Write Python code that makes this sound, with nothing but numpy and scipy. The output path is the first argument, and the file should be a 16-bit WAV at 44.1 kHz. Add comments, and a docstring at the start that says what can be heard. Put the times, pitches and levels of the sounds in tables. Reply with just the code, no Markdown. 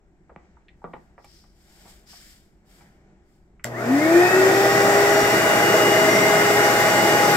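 """Plastic knocks as an upright carpet cleaner is tilted back, heard from its handle in a carpeted room.
Cloth brushes softly, the rocker switch snaps and the suction motor runs up. The windings hum,
shaft unbalance and fan blades give a rising whine, and turbulent air roars through the housing,
hisses from the vents and whistles in the ducts. One soft footfall lands under the roar."""
import sys
import numpy as np
from scipy import signal
from scipy.io import wavfile
from scipy.ndimage import uniform_filter1d

SR = 44100
rng = np.random.default_rng(int(sys.argv[2]) if len(sys.argv) > 2 else 0)


def bounce(signal):
    """Save signal as a 16-bit WAV file at the path given by the first command-line argument."""
    frames = np.transpose(np.atleast_2d(signal))
    limited = np.clip(frames, -1, 1)
    pcm = np.round(limited * 32767).astype(np.int16)
    wavfile.write(sys.argv[1], SR, pcm)


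N = 324576
TIME = np.arange(N) / SR
SNAP_S, POWER_ON_S, FULL_SPEED_HZ = 3.6434, 3.646, 405.75

# Noise spectra. Each row: frequency in Hz, relative density in dB.
AMBIENT_SPECTRUM = [(15, -9), (30, -1), (62, 0), (98, -13), (190, -8), (270, -17), (350, -10), (480, -26),
                    (750, -27), (1100, -37), (1500, -35), (2800, -48), (6500, -55), (7700, -44),
                    (8800, -60), (16000, -63)]
CARPET_SPECTRUM = [(90, -33), (170, 7.5), (270, -4), (480, -5.5), (750, -3), (1150, -14), (1500, -10),
                   (2200, -12), (2700, -21), (3500, -25.5), (8000, -25), (9500, -62)]
CLOTH_SPECTRUM = [(700, -30), (1200, -12), (1550, -5.5), (2200, -5), (2650, -13), (3100, -7), (3800, -10),
                  (5200, -6.5), (6500, -11), (7600, -4.5), (9000, -11), (10500, -16.5), (12000, -11.5),
                  (15500, -18)]
SOCK_SPECTRUM = [(1000, -22), (3800, -10), (4800, -2), (5600, -2), (6500, -15), (16000, -35)]
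RUMBLE_SPECTRUM = [(30, -38), (85, -14), (108, -6.5), (200, -2), (340, 0), (500, 2.5), (720, 1.5),
                   (900, -5), (1150, -8), (2500, -48)]
RUSH_SPECTRUM = [(400, -40), (850, -1), (1100, 1), (1450, -1), (1750, -1), (2080, -2.5), (2250, -4),
                 (2600, -6), (2900, -14), (4500, -37)]
HISS_SPECTRUM = [(1500, -13), (3000, -2.5), (3600, -1.5), (4150, -4), (4900, 0), (5600, -2), (6100, -1.5),
                 (6700, -3), (7500, -0.5), (9200, -10.5), (10900, -10), (11600, -5.5), (13000, -7),
                 (14000, -11), (16000, -9.5)]

# Stereo likeness of noise. Each row: frequency in Hz, left-right coherence from 0 to 1.
COHERENCE = [(25, .8), (70, .97), (130, .985), (290, .92), (640, .8), (1000, .55), (2000, .5), (3500, .2),
             (16000, .15)]
# Stereo balance of noise. Each row: frequency in Hz, left over right in dB.
BALANCE = [(60, 0.5), (110, 0), (200, 0.5), (380, 1.5), (700, 2), (1290, -1), (2380, 4), (4400, 1),
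           (8120, 2.5), (15000, -0.5)]
# Stereo phase of noise. Each row: frequency in Hz, left lead in radians.
LEFT_LEAD = [(300, 0), (860, .25), (1300, 1.4), (2000, 1.8), (3000, 1.8), (16000, 1.6)]
# Room decay. Each row: frequency in Hz, T60 in seconds.
ROOM_DECAY = [(100, 0.16), (500, 0.22), (2000, 0.27), (8000, 0.15), (16000, 0.058)]

# Peaks and dips. Each row: centre in Hz, width in Hz, gain in dB.
ROOM_MODES = [(157, 12, 8), (173, 10, -8), (190, 12, 7), (236, 14, -4), (283, 14, 3), (300, 12, -6),
              (538, 16, -8)]
HOUSING_MODES = [(338, 72, 7), (455, 20, 0), (498, 25, 1), (570, 44, 3.5), (699, 12, 7.5), (747, 70, -3),
                 (816, 54, 6.5), (955, 27, -3), (1054, 20, -9), (1098, 10, 3.5), (1261, 17, 6.5),
                 (1360, 37, 2), (1458, 45, 10), (1610, 41, 6), (1866, 72, 9.5), (2316, 26, 6)]
TONE_RESPONSE = [(266, 50, 6.5), (301, 5.2, -11), (345.8, 14, 9.5), (367.4, 5, -18), (376.3, 22, 5),
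                 (548, 68, -14), (668, 30, 3.5), (714, 18, 6), (754, 31, -14.5), (1400, 220, 6),
                 (1710, 180, -11), (2150, 170, 5.5), (2290, 65, -10), (2580, 230, 5.5), (2740, 104, -15.5)]  # housing and room, as swept by the motor tones

# Weight shifts on the pile. Each row: peak time in seconds, level in dB.
WEIGHT_SHIFTS = [(.45, -64.5), (1.0, -65.5), (1.68, -71), (1.85, -57.5), (2.2, -74), (2.82, -57),
                 (3.1, -72)]
# Fabric strokes. Each row: start, rise and hold in seconds, cloth and sock levels in dB.
FABRIC_STROKES = [(.7, .2, .15, -76, -90), (1.169, .16, 0.053, -62, -58.5), (1.486, 0.33, 0.068, -57, -67),
                  (1.855, 0.035, .015, -53, -75), (2.055, 0.047, 0.058, -51, -51.5),
                  (2.137, 0.073, 0.098, -52.5, -67), (2.642, 0.07, 0.091, -60.5, -80),
                  (3.22, 0.093, .04, -73, -90)]
# Ring of the plastic body. 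Each row: frequency in Hz, relative level in dB, T60 in seconds.
BODY_MODES = [(182, -3, 0.058), (377, -1, 0.029), (500, 3, 0.026), (700, 4, 0.015), (816, 7, 0.016),
              (1150, 0, 0.021), (1900, 2, 0.017), (2295, -6, 0.029), (5260, -4.5, 0.028), (7520, 11, 0.012)]
# Joint ticks. Each row: start in seconds, level in dB, low and high edge in Hz, rattle decay in seconds.
JOINT_TICKS = [(.295, -41, 350, 1800, 0.015), (0.315, -44, 200, 700, 0.0095), (.568, -50, 900, 1600, .008),
               (.684, -45.5, 1730, 3800, .011), (.818, -43.5, 600, 1470, .015),
               (.849, -32, 400, 1350, .025), (0.9346, -39, 500, 2500, .006), (1.18, -39, 350, 1900, .014),
               (1.244, -43, 500, 4000, .014), (1.246, -53, 4000, 14000, .008),
               (1.44, -51.5, 500, 1810, .01), (1.855, -43.5, 300, 1290, 0.018),
               (2.13, -44, 546, 1390, .015), (2.81, -49, 600, 2980, .007), (3.596, -48, 1110, 2600, 0.011)]
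# Handle unlatching, base dropping back. Each row: start in seconds, level in dB, high edge in Hz, rattle
# share from 0 to 1, rattle decay in seconds, crack and thud levels in dB, thud decay in seconds.
TILT_CLUNKS = [(0.3618, -36, 2360, 0.08, .04, -66, -38.5, .015),
               (.842, -26, 1400, 0.5, 0.015, -55.5, -30.5, 0.099),
               (0.9372, -28, 1570, .5, .018, -48, -37, .04)]

# Duct whistles. Each row: time in seconds, low whistle in dB, high whistle in Hz, high whistle in dB.
DUCT_WHISTLES = [(3.65, -74, 1700, -70), (4.0, -42, 1780, -36), (4.25, -30.5, 1849, -22.5),
                 (4.5, -29, 1900, -29.5), (5.4, -26, 1994, -30.5), (5.85, -21.5, 2041, -29),
                 (6.05, -23.5, 2060, -31), (6.17, -21, 2072, -22), (6.5, -29.5, 2080, -28),
                 (7.0, -22.5, 2060, -33), (7.36, -40, 2080, -34)]
# Winding hum. Each row: frequency in Hz, level in dB.
HUM_PARTIALS = [(119.9, -38), (240, -43.5), (360, -56)]
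# Main tones in multiples of the shaft rate: shaft, its double, seven fan blades, their octave.
TONE_ORDERS = (1, 2, 7, 14)
# Voicing of those tones. Each row: base level in dB, shaft rate at half amplitude in Hz, onset exponent,
# waver ratio, left over right in dB, left lead in radians.
MOTOR_TONES = [(-21, 247, 17, 0.087, 2.5, 0.21), (-26.5, 234, 8.2, 0.29, 1, 0.45),
               (-34.5, 215, 4.4, 0.29, 2, 1.4), (-41.5, 380, 28, 0.4, 1, 0.83)]
# Fading as the listener moves through standing waves. Each row: time in seconds, four tone gains in dB.
TONE_FADING = [(4.5, 1, 2, -1, 0), (4.7, -2.5, 2, 0.5, 5.5), (5.0, 1, 4, -3, 0), (5.22, -2, 0.5, 1.5, 5),
               (5.45, -9.5, -3, 2.5, -6), (5.68, -7.5, -2.5, 4.5, 2), (5.85, -2.5, -0.5, 8.5, 3.5),
               (6.2, -3.5, -5.5, 0, 8.5), (6.55, -4, 2, 1.5, -14), (6.9, -12, 2.5, 1.5, 4),
               (7.12, -8.5, 3.5, 4.5, -8), (7.36, -37, 5.5, -5, 0)]
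# Faint overtones. Each row: multiple of the shaft rate, level at top speed in dB.
SHAFT_OVERTONES = [(3, -54), (4, -38), (5, -32.5), (12, -49), (19, -45.5), (21, -48.5), (28, -65)]


def amp(db):
    return 10 ** (np.asarray(db) / 20)


def unit_rms(x):
    return x / np.sqrt(np.mean(abs(x) ** 2) + 1e-20)


def log_interp(points, hz):
    knots_hz, values = np.transpose(points)
    return np.interp(np.log(hz + 1), np.log(knots_hz + 1), values)


def time_curves(rows):
    knots_s, *columns = np.transpose(rows)
    return [np.interp(TIME, knots_s, column) for column in columns]


def resonance_db(modes, hz):
    return sum(db / (1 + (2 * (hz - centre_hz) / width_hz) ** 2) for centre_hz, width_hz, db in modes)


def add(mix, start_s, sound):
    part = mix[:, round(start_s * SR):][:, :sound.shape[1]]
    part += sound[:, :part.shape[1]]


def drift(corner_hz, hop=64):
    """Slow complex noise, rms 1."""
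    count = N // hop + 2
    white = rng.standard_normal(count) + 1j * rng.standard_normal(count)
    hz = np.fft.fftfreq(count, hop / SR)
    slow = np.fft.ifft(white / (1 + (hz / corner_hz) ** 2))
    return unit_rms(np.interp(np.arange(N), np.arange(count) * hop, slow))


def noise(spectrum, modes=(), patchy_db=0.5, size=4096):
    """Coloured stereo noise with drifting patches, rms 1; the bass is alike on both sides."""
    hz = np.fft.rfftfreq(size, 1 / SR)
    left_re, left_im, own_re, own_im, patches = rng.standard_normal((5, N * 4 // size + 5, len(hz)))
    patches = uniform_filter1d(patches, size=4, axis=0)
    patches = unit_rms(uniform_filter1d(patches, size=30, axis=1))
    db = log_interp(spectrum, hz) + resonance_db(modes, hz) + patchy_db * patches
    # standing reflections comb the treble, differently on each side
    comb = unit_rms(uniform_filter1d(rng.standard_normal((2, 1, len(hz))), size=5))
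    db = db + 1.7 * comb * np.clip(hz / 3000, 0, 1)
    coherence = log_interp(COHERENCE, hz)
    left = left_re + 1j * left_im
    right = coherence * left + np.sqrt(1 - coherence ** 2) * (own_re + 1j * own_im)
    right *= np.exp(-1j * log_interp(LEFT_LEAD, hz))
    pan = amp(log_interp(BALANCE, hz) / 2)
    frames = np.array([left * pan, right / pan]) * amp(db)
    _, wave = signal.istft(frames.swapaxes(1, 2), nperseg=size, noverlap=size - size // 4)
    return unit_rms(wave[:, :N])


def tone(turns, db, waver, pan_db=0, lead_rad=0):
    """One partial; shifting reflections make it waver differently on each side."""
    direct = np.array([[amp(pan_db / 2) * np.exp(1j * lead_rad)], [amp(-pan_db / 2)]])
    paths = (direct + waver * np.array([drift(4.3), drift(14)])) / np.sqrt(1 + waver ** 2)
    return np.sqrt(2) * amp(db) * (paths * np.exp(2j * np.pi * turns)).real


def room_tail(x, size=16384, density=0.08, gap_s=0.006):
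    """Scattered reflections with a short decay."""
    taps = rng.standard_normal((2, size)) * (rng.random((2, size)) < density)
    taps *= np.arange(size) > gap_s * SR
    hz, t, frames = signal.stft(taps, SR, nperseg=256)
    decay = amp(-60 * t / log_interp(ROOM_DECAY, hz)[:, None])
    _, tail = signal.istft(frames * decay, SR, nperseg=256)
    return signal.fftconvolve(x, tail / np.linalg.norm(tail[0]), axes=1)[:, :N]


def ambience(db=-56.5):
    """Faint low rumble of the still room."""
    return amp(db) * noise(AMBIENT_SPECTRUM)


def carpet_rustle(rest_db=-70, rise_s=0.081, fall_s=0.16):
    """The pile rustles under the base, more with each shift of weight."""
    swells = sum(amp(db) * np.exp(-np.maximum((peak_s - TIME) / rise_s, (TIME - peak_s) / fall_s))
                 for peak_s, db in WEIGHT_SHIFTS)
    return (amp(rest_db) + swells) * noise(CARPET_SPECTRUM, ROOM_MODES, patchy_db=1.2)


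def brushing(release_s=0.083):
    """Cloth and socks stroke the pile; fibres catch and slip."""
    cloth, sock = np.zeros((2, N))
    for start_s, rise_s, hold_s, cloth_db, sock_db in FABRIC_STROKES:
        t = TIME - start_s
        stroke = np.clip(t / rise_s, 0, 1) * np.exp(-np.maximum(t - rise_s - hold_s, 0) / release_s)
        cloth = np.hypot(cloth, amp(cloth_db) * stroke)
        sock = np.hypot(sock, amp(sock_db) * stroke)
    slip = amp(drift(60).real)
    return slip * (cloth * noise(CLOTH_SPECTRUM, size=512) + sock * noise(SOCK_SPECTRUM, size=512))


def impact(db, band_hz, rattle, decay_s, ring=0.052, size=8192):
    """A sharp push and a dying rattle ring the plastic body; energy equals 1.9 ms at level db."""
    t = np.arange(size) / SR
    body = ring * sum(amp(mode_db - 60 * t / t60_s) * np.cos(2 * np.pi * hz * t)
                      for hz, mode_db, t60_s in BODY_MODES)
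    body[0] += 1  # direct path
    shared, *sides = rng.standard_normal((3, size))
    chatter = (shared + 0.55 * np.array(sides)) * np.exp(-t / decay_s)
    force = np.sqrt(1 - rattle) * (t == 0) + np.sqrt(rattle) * chatter / np.linalg.norm(chatter[0])
    bandpass = signal.butter(4, band_hz, "band", fs=SR, output="sos")
    hit = signal.fftconvolve(signal.sosfilt(bandpass, force), body[None], axes=1)[:, :size]
    return amp(db) * hit / np.linalg.norm(hit[0]) * np.sqrt(0.0019 * SR)


def footfall(start_s=5.225):
    """One soft, low thump on the carpet."""
    out = np.zeros((2, N))
    add(out, start_s, impact(db=-23, band_hz=(30, 130), rattle=0.1, decay_s=0.03))
    return out


def joints():
    """Plastic joints tick; heavier clunks crack at the latch and thud into the floor."""
    out = np.zeros((2, N))
    for start_s, db, low_hz, high_hz, decay_s in JOINT_TICKS:
        add(out, start_s, impact(db, (low_hz, high_hz), rattle=0.75, decay_s=decay_s))
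    for start_s, db, high_hz, rattle, decay_s, crack_db, thud_db, thud_decay_s in TILT_CLUNKS:
        add(out, start_s, impact(db, (385, high_hz), rattle, decay_s))
        add(out, start_s, impact(crack_db, (1800, 3800), rattle, decay_s))
        add(out, start_s, impact(thud_db, (135, 325), rattle, thud_decay_s))
    return out


def rocker_switch(travel_s=0.0035):
    """The rocker scrapes over its spring, snaps, rings its cap and chatters."""
    scrape = impact(db=-44, band_hz=(1200, 13000), rattle=0.99, decay_s=0.005)
    snap = impact(db=-23.5, band_hz=(1500, 14500), rattle=0.85, decay_s=0.0007, ring=0.025)
    cap = impact(db=-22, band_hz=(1470, 2180), rattle=0.13, decay_s=0.017)
    chatter = impact(db=-39, band_hz=(3000, 15000), rattle=0.98, decay_s=0.018, ring=0.012)
    out = np.zeros((2, N))
    add(out, SNAP_S - travel_s, scrape)
    add(out, SNAP_S, snap + cap)
    add(out, SNAP_S + travel_s, chatter)
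    return out


def powered_s():
    return np.maximum(TIME - POWER_ON_S, 0)


def shaft_hz(kick_share=0.1068, kick_s=0.0356, climb_s=0.2931, creep_hz_per_s=1.79):
    """Run-up: a quick kick, a slower climb, then a slight creep as the motor warms."""
    t = powered_s()
    lag = kick_share * np.exp(-t / kick_s) + (1 - kick_share) * np.exp(-t / climb_s)
    surge_hz = 1.45 * np.exp(-abs(TIME - 5.52) / 0.14)  # the load eases briefly
    return np.maximum((FULL_SPEED_HZ + creep_hz_per_s * t) * (1 - lag) + surge_hz, 1)


def mains_hum():
    """The windings hum at twice the mains rate and its harmonics."""
    return sum(tone(hz * TIME, db, waver=0.12, pan_db=0.8) for hz, db in HUM_PARTIALS)


def commutator(turns, speed_hz, db=-39, order=12, centre_hz=1950, width_hz=500):
    """The brushes chirp once as their rate sweeps through a housing resonance."""
    detuning = 2 * (order * speed_hz - centre_hz) / width_hz
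    return tone(order * turns, db, waver=1, lead_rad=1.2) / (1 + detuning ** 4)


def whistles(low_hz=643, low_spread_hz=19, high_spread_hz=45):
    """The air stream blows two duct resonances into fuzzy tones."""
    low_db, high_hz, high_db = time_curves(DUCT_WHISTLES)
    low_fuzz = drift(low_spread_hz) + 0.31 * np.array([drift(low_spread_hz), drift(low_spread_hz)])
    high_fuzz = np.array([drift(high_spread_hz), drift(high_spread_hz)])
    low = amp(low_db) * low_fuzz * np.exp(2j * np.pi * low_hz * TIME)
    high = amp(high_db) * high_fuzz * np.exp(2j * np.pi * np.cumsum(high_hz) / SR)
    return np.sqrt(2) * (low + high).real


def motor_whine(fan_echo=0.4):
    """Unbalance sings at the shaft rate, the fan at its blade rate, with fainter overtones."""
    speed_hz = shaft_hz()
    turns = np.cumsum(speed_hz * (1 + 0.0007 * drift(25).real)) / SR
    partials = []
    for order, voicing, fading_db in zip(TONE_ORDERS, MOTOR_TONES, time_curves(TONE_FADING)):
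        base_db, entry_hz, exponent, waver, pan_db, lead_rad = voicing
        onset = 1 / (1 + (entry_hz / speed_hz) ** exponent)
        db = base_db + resonance_db(TONE_RESPONSE, order * speed_hz) + fading_db
        partials.append(onset * tone(order * turns, db, waver, pan_db, lead_rad))
    shaft = sum(partials[:2])
    fan = sum(partials[2:]) + commutator(turns, speed_hz)
    speed_share = speed_hz / speed_hz.max()
    # during run-up the room still rings at the lower pitch of a moment ago
    fan += fan_echo * room_tail(fan * (1 - speed_share ** 12))
    overtones = sum(tone(order * turns, db, waver=1.7, lead_rad=1.9) for order, db in SHAFT_OVERTONES)
    return shaft + fan + speed_share ** 8 * overtones


def flow_gain(db, exponent, jolt_db, jolt_s=0.025):
    """Air noise gain: a dying jolt at switch-on plus a power of the shaft speed."""
    jolt = amp(jolt_db) * np.exp(-powered_s() / jolt_s)
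    return jolt + amp(db) * (shaft_hz() / FULL_SPEED_HZ) ** exponent


def air_roar(hiss_db_per_s=0.5):
    """Turbulence rumbles and rushes through the housing and hisses out of the vents."""
    rumble = noise(RUMBLE_SPECTRUM, HOUSING_MODES + ROOM_MODES, patchy_db=1.57, size=8192)
    rush = noise(RUSH_SPECTRUM, HOUSING_MODES, patchy_db=0.94)
    hiss = noise(HISS_SPECTRUM, patchy_db=1, size=2048) * amp(hiss_db_per_s * (powered_s() - 2))
    return (rumble * flow_gain(db=-21.5, exponent=1.44, jolt_db=-28)
            + rush * flow_gain(db=-21.5, exponent=2.24, jolt_db=-36)
            + hiss * flow_gain(db=-27.5, exponent=2.68, jolt_db=-35.5))


def scene(tail_db=-12, fade_in_s=0.0067):
    background = ambience()
    hits = joints() + rocker_switch() + footfall()
    handling = hits + amp(tail_db) * room_tail(hits) + brushing() + carpet_rustle()
    power = np.clip((TIME - POWER_ON_S) / fade_in_s, 0, 1)
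    return background + handling + power * (motor_whine() + mains_hum() + air_roar() + whistles())


def record(dry, cutoff_hz=15780):
    """Steep low-pass."""
    lowpass = signal.firwin(511, cutoff_hz, window=("kaiser", 9), fs=SR)
    return signal.oaconvolve(dry, lowpass[None], "same")


dry = scene()
out = record(dry)
bounce(out)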